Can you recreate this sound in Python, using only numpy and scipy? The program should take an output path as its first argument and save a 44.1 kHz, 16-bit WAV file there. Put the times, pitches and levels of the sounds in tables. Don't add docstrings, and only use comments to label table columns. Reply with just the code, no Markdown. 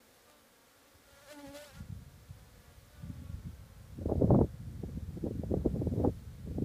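import sys
import numpy as np
from scipy import signal
from scipy.fft import rfft, irfft
from scipy.io import wavfile
from scipy.ndimage import uniform_filter1d, map_coordinates

SR = 44100
rng = np.random.default_rng(int(sys.argv[2]) if len(sys.argv) > 2 else 0)


def to_wav(sig):
    pcm = np.clip(np.atleast_2d(sig), -1, 1) * 32767
    pcm = np.round(pcm).astype(np.int16)
    wavfile.write(sys.argv[1], SR, pcm.T)


N = 292824
TIME = np.arange(N) / SR

# time in seconds, wingbeat in Hz.
CLOSE_PITCH = [(1.05, 279.8), (1.216, 281.1), (1.234, 300.5), (1.276, 263), (1.304, 296.8), (1.446, 286.2),
               (1.462, 270), (1.63, 299.5), (1.688, 285), (1.708, 261.2), (1.778, 284), (1.85, 278.6)]
# time in seconds, hum in dB, overtones in dB.
CLOSE_WEAVE = [(1.0, -92, -81), (1.12, -68.5, -65.5), (1.275, -64, -63), (1.315, -48, -51),
               (1.368, -65, -65.5), (1.4, -49, -56), (1.43, -59, -65), (1.475, -50, -56.5),
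               (1.523, -59, -66.5), (1.553, -45.5, -52), (1.603, -55, -62), (1.638, -58, -62.5),
               (1.725, -67, -65), (1.775, -71, -59.5), (1.83, -76, -69), (1.9, -92, -84)]
# closest moment in seconds, level in dB, approach and retreat widths in
# seconds, wingbeat in Hz, pitch sag in Hz per second.
FLYBYS = [(.3, -65.5, .045, 0.093, 297.4, 25), (0.722, -71.5, 0.071, 0.19, 276.7, 10),
          (2.682, -69.5, 0.079, 0.041, 234, 50), (2.98, -66, 0.064, 0.15, 296.4, 45),
          (3.23, -66.5, 0.059, 0.14, 280, 5), (3.65, -74.5, 0.22, .22, 263.6, 12)]
# frequency in Hz, relative level in dB.
CLOSE_TONE = [(850, 1.5), (1150, -1.5), (1450, 8), (1750, -1), (2300, -10), (3500, -19), (5000, -21),
              (9000, -12)]
FAR_TONE = [(270, -4.5), (570, -1.5), (850, -10.5), (1180, -6), (1450, -5), (1800, -17), (2600, -16.5),
            (3400, -15), (5000, -8)]
HIVE_TONE = [(250, -2.5), (520, -1.5), (780, -4.5), (1150, -6), (1450, -6.5), (1900, -9)]
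# frequency in Hz, relative spectral density in dB.
RASP_EQ = [(300, -3), (900, 2.5), (1600, -1.5), (2500, -6), (4000, -1.5), (7000, -3.5), (11000, -5.5),
           (15000, -12.5)]
SNAP_EQ = [(900, -26.5), (1800, 2), (2400, -1), (3300, 0.5), (4800, -5), (6500, -15), (10000, -21),
           (15000, -24)]
RUMBLE_EQ = [(20, -21), (40, -5), (70, 2), (130, -4), (200, -9.5), (280, -19.5), (400, -34.5), (700, -78)]
TURBULENCE_EQ = [(120, -3.5), (230, 0), (330, -2), (480, -3), (650, -13), (850, -24.5), (1200, -39.5),
                 (1800, -54.5), (3000, -80)]
HISS_EQ = [(25, 4.5), (70, 1.5), (150, -4.5), (260, -2.5), (380, -4), (520, 1), (750, -11.5), (1100, -10),
           (1600, -8.5), (2200, -8.5), (2750, -12), (3600, -10), (6000, -13), (15000, -16)]
# time in seconds, rumble level in dB.
BREEZE_LEVEL = [(0, -81), (.85, -95), (1.0, -72), (1.68, -67), (1.77, -47), (1.98, -46), (2.1, -53),
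                (2.9, -58), (3.03, -47), (3.45, -46.5), (3.68, -53), (3.95, -48), (4.06, -35), (4.36, -27),
                (4.44, -30.5), (4.49, -47), (4.68, -42.5), (5.18, -42), (5.6, -37), (6.08, -33),
                (6.16, -46.5), (6.42, -45), (6.64, -33.5)]
# time in seconds, level in dB, centre frequency in Hz,
# fade width of the swirl in seconds.
EDDY_HITS = [(0.956, -51, 69.4, 0.011), (1.13, -54.5, 70, .01), (1.807, -39, 125, 0.016),
             (1.925, -32.5, 98, 0.0077), (2.31, -38, 87, .008), (3.04, -36.5, 110, 0.019),
             (3.102, -30.5, 131, 0.012), (3.222, -36, 156, .012), (3.299, -38, 110, 0.0043),
             (3.343, -31.5, 68.5, 0.017), (3.471, -34.5, 129.6, 0.03), (3.989, -34, 220, .007),
             (4.02, -30.5, 308, 0.011), (4.06, -21.5, 266, 0.0037), (4.097, -23, 442, 0.0091),
             (4.122, -17, 364, .01), (4.157, -28.5, 336, 0.0036), (4.222, -17, 337, 0.013),
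             (4.245, -17.5, 265, 0.011), (4.307, -16, 490, .006), (4.318, -17, 295, 0.013),
             (4.334, -18, 109, 0.017), (4.348, -15, 456, 0.01), (4.364, -20, 187, 0.019),
             (4.391, -18.5, 416, 0.0032), (4.414, -13, 417, 0.0077), (4.446, -24, 266, 0.0038),
             (4.838, -26, 279, .007), (4.893, -39, 287, 0.011), (4.975, -28.5, 189, 0.0049),
             (5.175, -33, 260, 0.0095), (5.242, -22.5, 221, 0.014), (5.268, -23.5, 300, 0.015),
             (5.311, -29, 268, .006), (5.355, -31, 193, .005), (5.396, -31, 176, 0.011),
             (5.437, -24, 300, 0.0045), (5.517, -20.5, 272, 0.012), (5.541, -19.5, 392, 0.0044),
             (5.569, -26, 289, 0.013), (5.661, -15.5, 321, 0.011), (5.762, -26, 301, 0.012),
             (5.819, -21.5, 293, 0.0086), (5.872, -23.5, 323, 0.0035), (5.939, -30, 307, .003),
             (5.975, -27, 283, 0.012), (6.001, -23, 323, 0.031), (6.049, -16.5, 450, .011),
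             (6.076, -16.5, 297, .012), (6.475, -34.5, 266, 0.015), (6.514, -34, 257, .008),
             (6.585, -24.5, 346, 0.0043), (6.624, -23.5, 243, 0.012)]
# centre in seconds, boost in dB, half-width in seconds.
HISS_SWELLS = [(.15, 1.4, 0.1), (1.05, .9, 0.31), (2.75, 1.2, 0.43), (6.022, 1.5, 0.18)]
# time in seconds, relative level in dB.
TICK_HITS = [(.299, -48), (.313, -50)]


def close_bee(buzz_db=-1, rasp_db=-1.46, push_db=-51.5, waver_db=2.4,
              turn_s=1.64, turn_width_s=.063, turn_db=8, overhead_s=1.456, hold_s=.21, fade_s=.034):
    hz, = curves(CLOSE_PITCH)
    hum_db, overtone_db = curves(CLOSE_WEAVE)
    phase = wingbeat(hz, jitter=.01)
    overhead = .5 + .5 * np.tanh((hold_s / 2 - np.abs(TIME - overhead_s)) / fade_s)
    stroke = np.sin(phase) + undb(-12) * np.sin(3 * phase)
    push = undb(push_db + waver_db * walk(45)) * overhead * stroke
    hum = undb(hum_db + waver_db * walk(59.9)) * np.sin(2 * phase)
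    overtones = harmonics(phase, np.mean(hz), CLOSE_TONE, scatter=.51, orders=np.arange(3, 27))
    buzz = undb(overtone_db + buzz_db) * overtones
    carried_db = uniform_filter1d(overtone_db, int(.039 * SR))
    bite_db = turn_db * swell(TIME - turn_s, turn_width_s, turn_width_s)
    rasp = undb(carried_db + rasp_db + bite_db) * reflected(wing_rasp(phase))
    return during(CLOSE_WEAVE) * (np.sqrt(2) * (hum + push) + buzz + rasp)


def wingbeat(hz, jitter):
    return 2 * np.pi * np.cumsum(hz * (1 + jitter * walk(90))) / SR


def harmonics(phase, hz, spectrum, scatter, orders):
    stack = 0
    for k, gain in zip(orders, response(hz * orders, spectrum)):
        angle = k * phase + rng.uniform(0, 2 * np.pi)
        stack += gain * ((1 + scatter * walk(25)) * np.sin(angle) + scatter * walk(25) * np.cos(angle))
    return unit(stack)


def wing_rasp(phase, slop_rad=.15, uneven_db=3, focus=.9, snap_gain=.64):
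    cycle = np.floor((phase + slop_rad * walk(150)) / (2 * np.pi))
    turnovers = np.diff(cycle, prepend=0)
    snaps = coloured(turnovers * undb(uneven_db * walk(200)), SNAP_EQ)
    puffs = unit(noise(RASP_EQ) * np.exp(focus * np.cos(phase)))
    return unit(puffs + snap_gain * snaps)


def reflected(x, echo_db=-4, lag_s=.001005, sway=.44):
    delay_s = lag_s * np.exp(sway * walk(11))
    return unit(x + undb(echo_db) * np.interp(TIME - delay_s, TIME, x))


def wing_draught(level_db=-49, at_s=1.485, width_s=.011):
    return undb(level_db) * swell(TIME - at_s, width_s, width_s) * steadied(noise(RUMBLE_EQ), span_s=.11)


def passing_bees(wander=.00319):
    mix = 0
    for at_s, db, approach_s, retreat_s, hz, sag in FLYBYS:
        beat_hz = (hz - sag * np.clip(TIME - at_s, -1, 1)) * (1 + wander * walk(12))
        phase = wingbeat(beat_hz, jitter=.004)
        buzz = harmonics(phase, hz, FAR_TONE, scatter=.35, orders=np.arange(1, 14))
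        mix += undb(db) * swell(TIME - at_s, approach_s, retreat_s) * buzz
    return mix


def colony(level_db=-69, low_hz=220, high_hz=285, wander=.03, swell_db=2, voices=7):
    mix = 0
    for hz in np.linspace(low_hz, high_hz, voices):
        phase = wingbeat(hz * (1 + wander * walk(5)), jitter=.01023)
        gain = undb(swell_db * walk(4.44))
        mix += gain * harmonics(phase, hz, HIVE_TONE, scatter=.27, orders=np.arange(1, 8))
    return undb(level_db) * unit(mix)


def wind(flutter_db=3, puff_db=1.07, fine_db=-64, fine_growth=2.07, patchy_db=4, usual_db=-42):
    breeze_db, = curves(BREEZE_LEVEL)
    excess_db = np.maximum(breeze_db, -58) - usual_db
    speed = undb(.14 * excess_db)
    large = swept(noise(RUMBLE_EQ), speed) * undb(flutter_db * walk(40))
    small = swept(noise(TURBULENCE_EQ), np.sqrt(speed)) * undb(patchy_db * walk(110))
    rumble = undb(breeze_db) * steadied(large, span_s=.084)
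    fine = undb(fine_db + fine_growth * excess_db) * steadied(small, span_s=.06)
    return undb(puff_db * walk(14)) * (rumble + fine)


def swept(x, speed):
    return map_coordinates(x, [np.cumsum(speed)], order=3, mode="wrap")


def eddies(wake_db=-9, wake_ratio=.53, wake_lag_s=.0058, swirl_db=-11.5, usual_hz=315):
    mix = np.zeros(N)
    swirls = steadied(noise(TURBULENCE_EQ), span_s=.0156)
    for at_s, db, hz, fade_s in EDDY_HITS:
        lean, wake_lean, lag = rng.uniform(-1, 1, 3)
        near = np.abs(TIME - at_s) < .15
        t = TIME[near] - at_s
        speed = (hz / usual_hz) ** .897
        swirl = swell(t, .72 * fade_s, fade_s) * np.interp(at_s + t * speed, TIME, swirls)
        wake = vortex(t - wake_lag_s * (1 + lag / 2), hz * wake_ratio, np.pi * wake_lean)
        mix[near] += undb(db) * (vortex(t, hz, lean) + undb(wake_db) * wake + undb(swirl_db) * swirl)
    return mix


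def vortex(t, hz, lean, smoothness=4.38):
    distance = 2 * np.pi * hz * t / smoothness
    return np.real(np.exp(1j * lean) / (1 - 1j * distance) ** (smoothness + 1))


def hiss(level_db=-64.5):
    boost_db = sum(db * swell(TIME - at_s, half_s, half_s) for at_s, db, half_s in HISS_SWELLS)
    return undb(level_db + boost_db) * noise(HISS_EQ)


def ticks(trim_db=-9, rise_s=.0005, fall_s=.002):
    envelope = sum(undb(db + trim_db) * swell(TIME - at_s, rise_s, fall_s) for at_s, db in TICK_HITS)
    return envelope * noise(RASP_EQ)


def undb(db):
    return 10 ** (np.asarray(db) / 20)


def unit(x):
    return x / np.sqrt(np.mean(x ** 2))


def curves(rows):
    times, *columns = np.transpose(rows)
    return [uniform_filter1d(np.interp(TIME, times, column), size=300) for column in columns]


def during(rows, fade_s=.03):
    return np.clip(np.minimum(TIME - rows[0][0], rows[-1][0] - TIME) / fade_s, 0, 1)


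def swell(t, rise_s, fall_s):
    return np.exp(-.5 * (t / np.where(t < 0, rise_s, fall_s)) ** 2)


def walk(rate):
    knots = rng.standard_normal(4096)
    coarse = TIME[::32]
    return np.interp(TIME, coarse, map_coordinates(knots, [coarse * rate], order=3, mode="wrap"))


def response(hz, spectrum):
    points_hz, db = np.transpose(spectrum)
    return undb(np.interp(np.log(hz + 1), np.log(points_hz), db))


def coloured(x, spectrum):
    return unit(irfft(rfft(x) * response(np.fft.rfftfreq(N, 1 / SR), spectrum), N))


def noise(spectrum):
    return coloured(rng.standard_normal(N), spectrum)


def steadied(x, span_s):
    return x / np.sqrt(uniform_filter1d(x ** 2, int(span_s * SR)) + 1e-9)


def scene():
    fades = np.clip(np.minimum(TIME, TIME[-1] - TIME) / .004, 0, 1)
    bees = close_bee() + wing_draught() + passing_bees() + colony()
    return (fades * (bees + wind() + eddies() + hiss() + ticks()))[None]


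def record(dry, low_cut_hz=52, high_cut_hz=15300):
    thinned = signal.sosfilt(signal.butter(2, low_cut_hz, "highpass", fs=SR, output="sos"), dry)
    return signal.sosfilt(signal.ellip(10, .1, 70, high_cut_hz, fs=SR, output="sos"), thinned)


dry = scene()
out = record(dry)
to_wav(out)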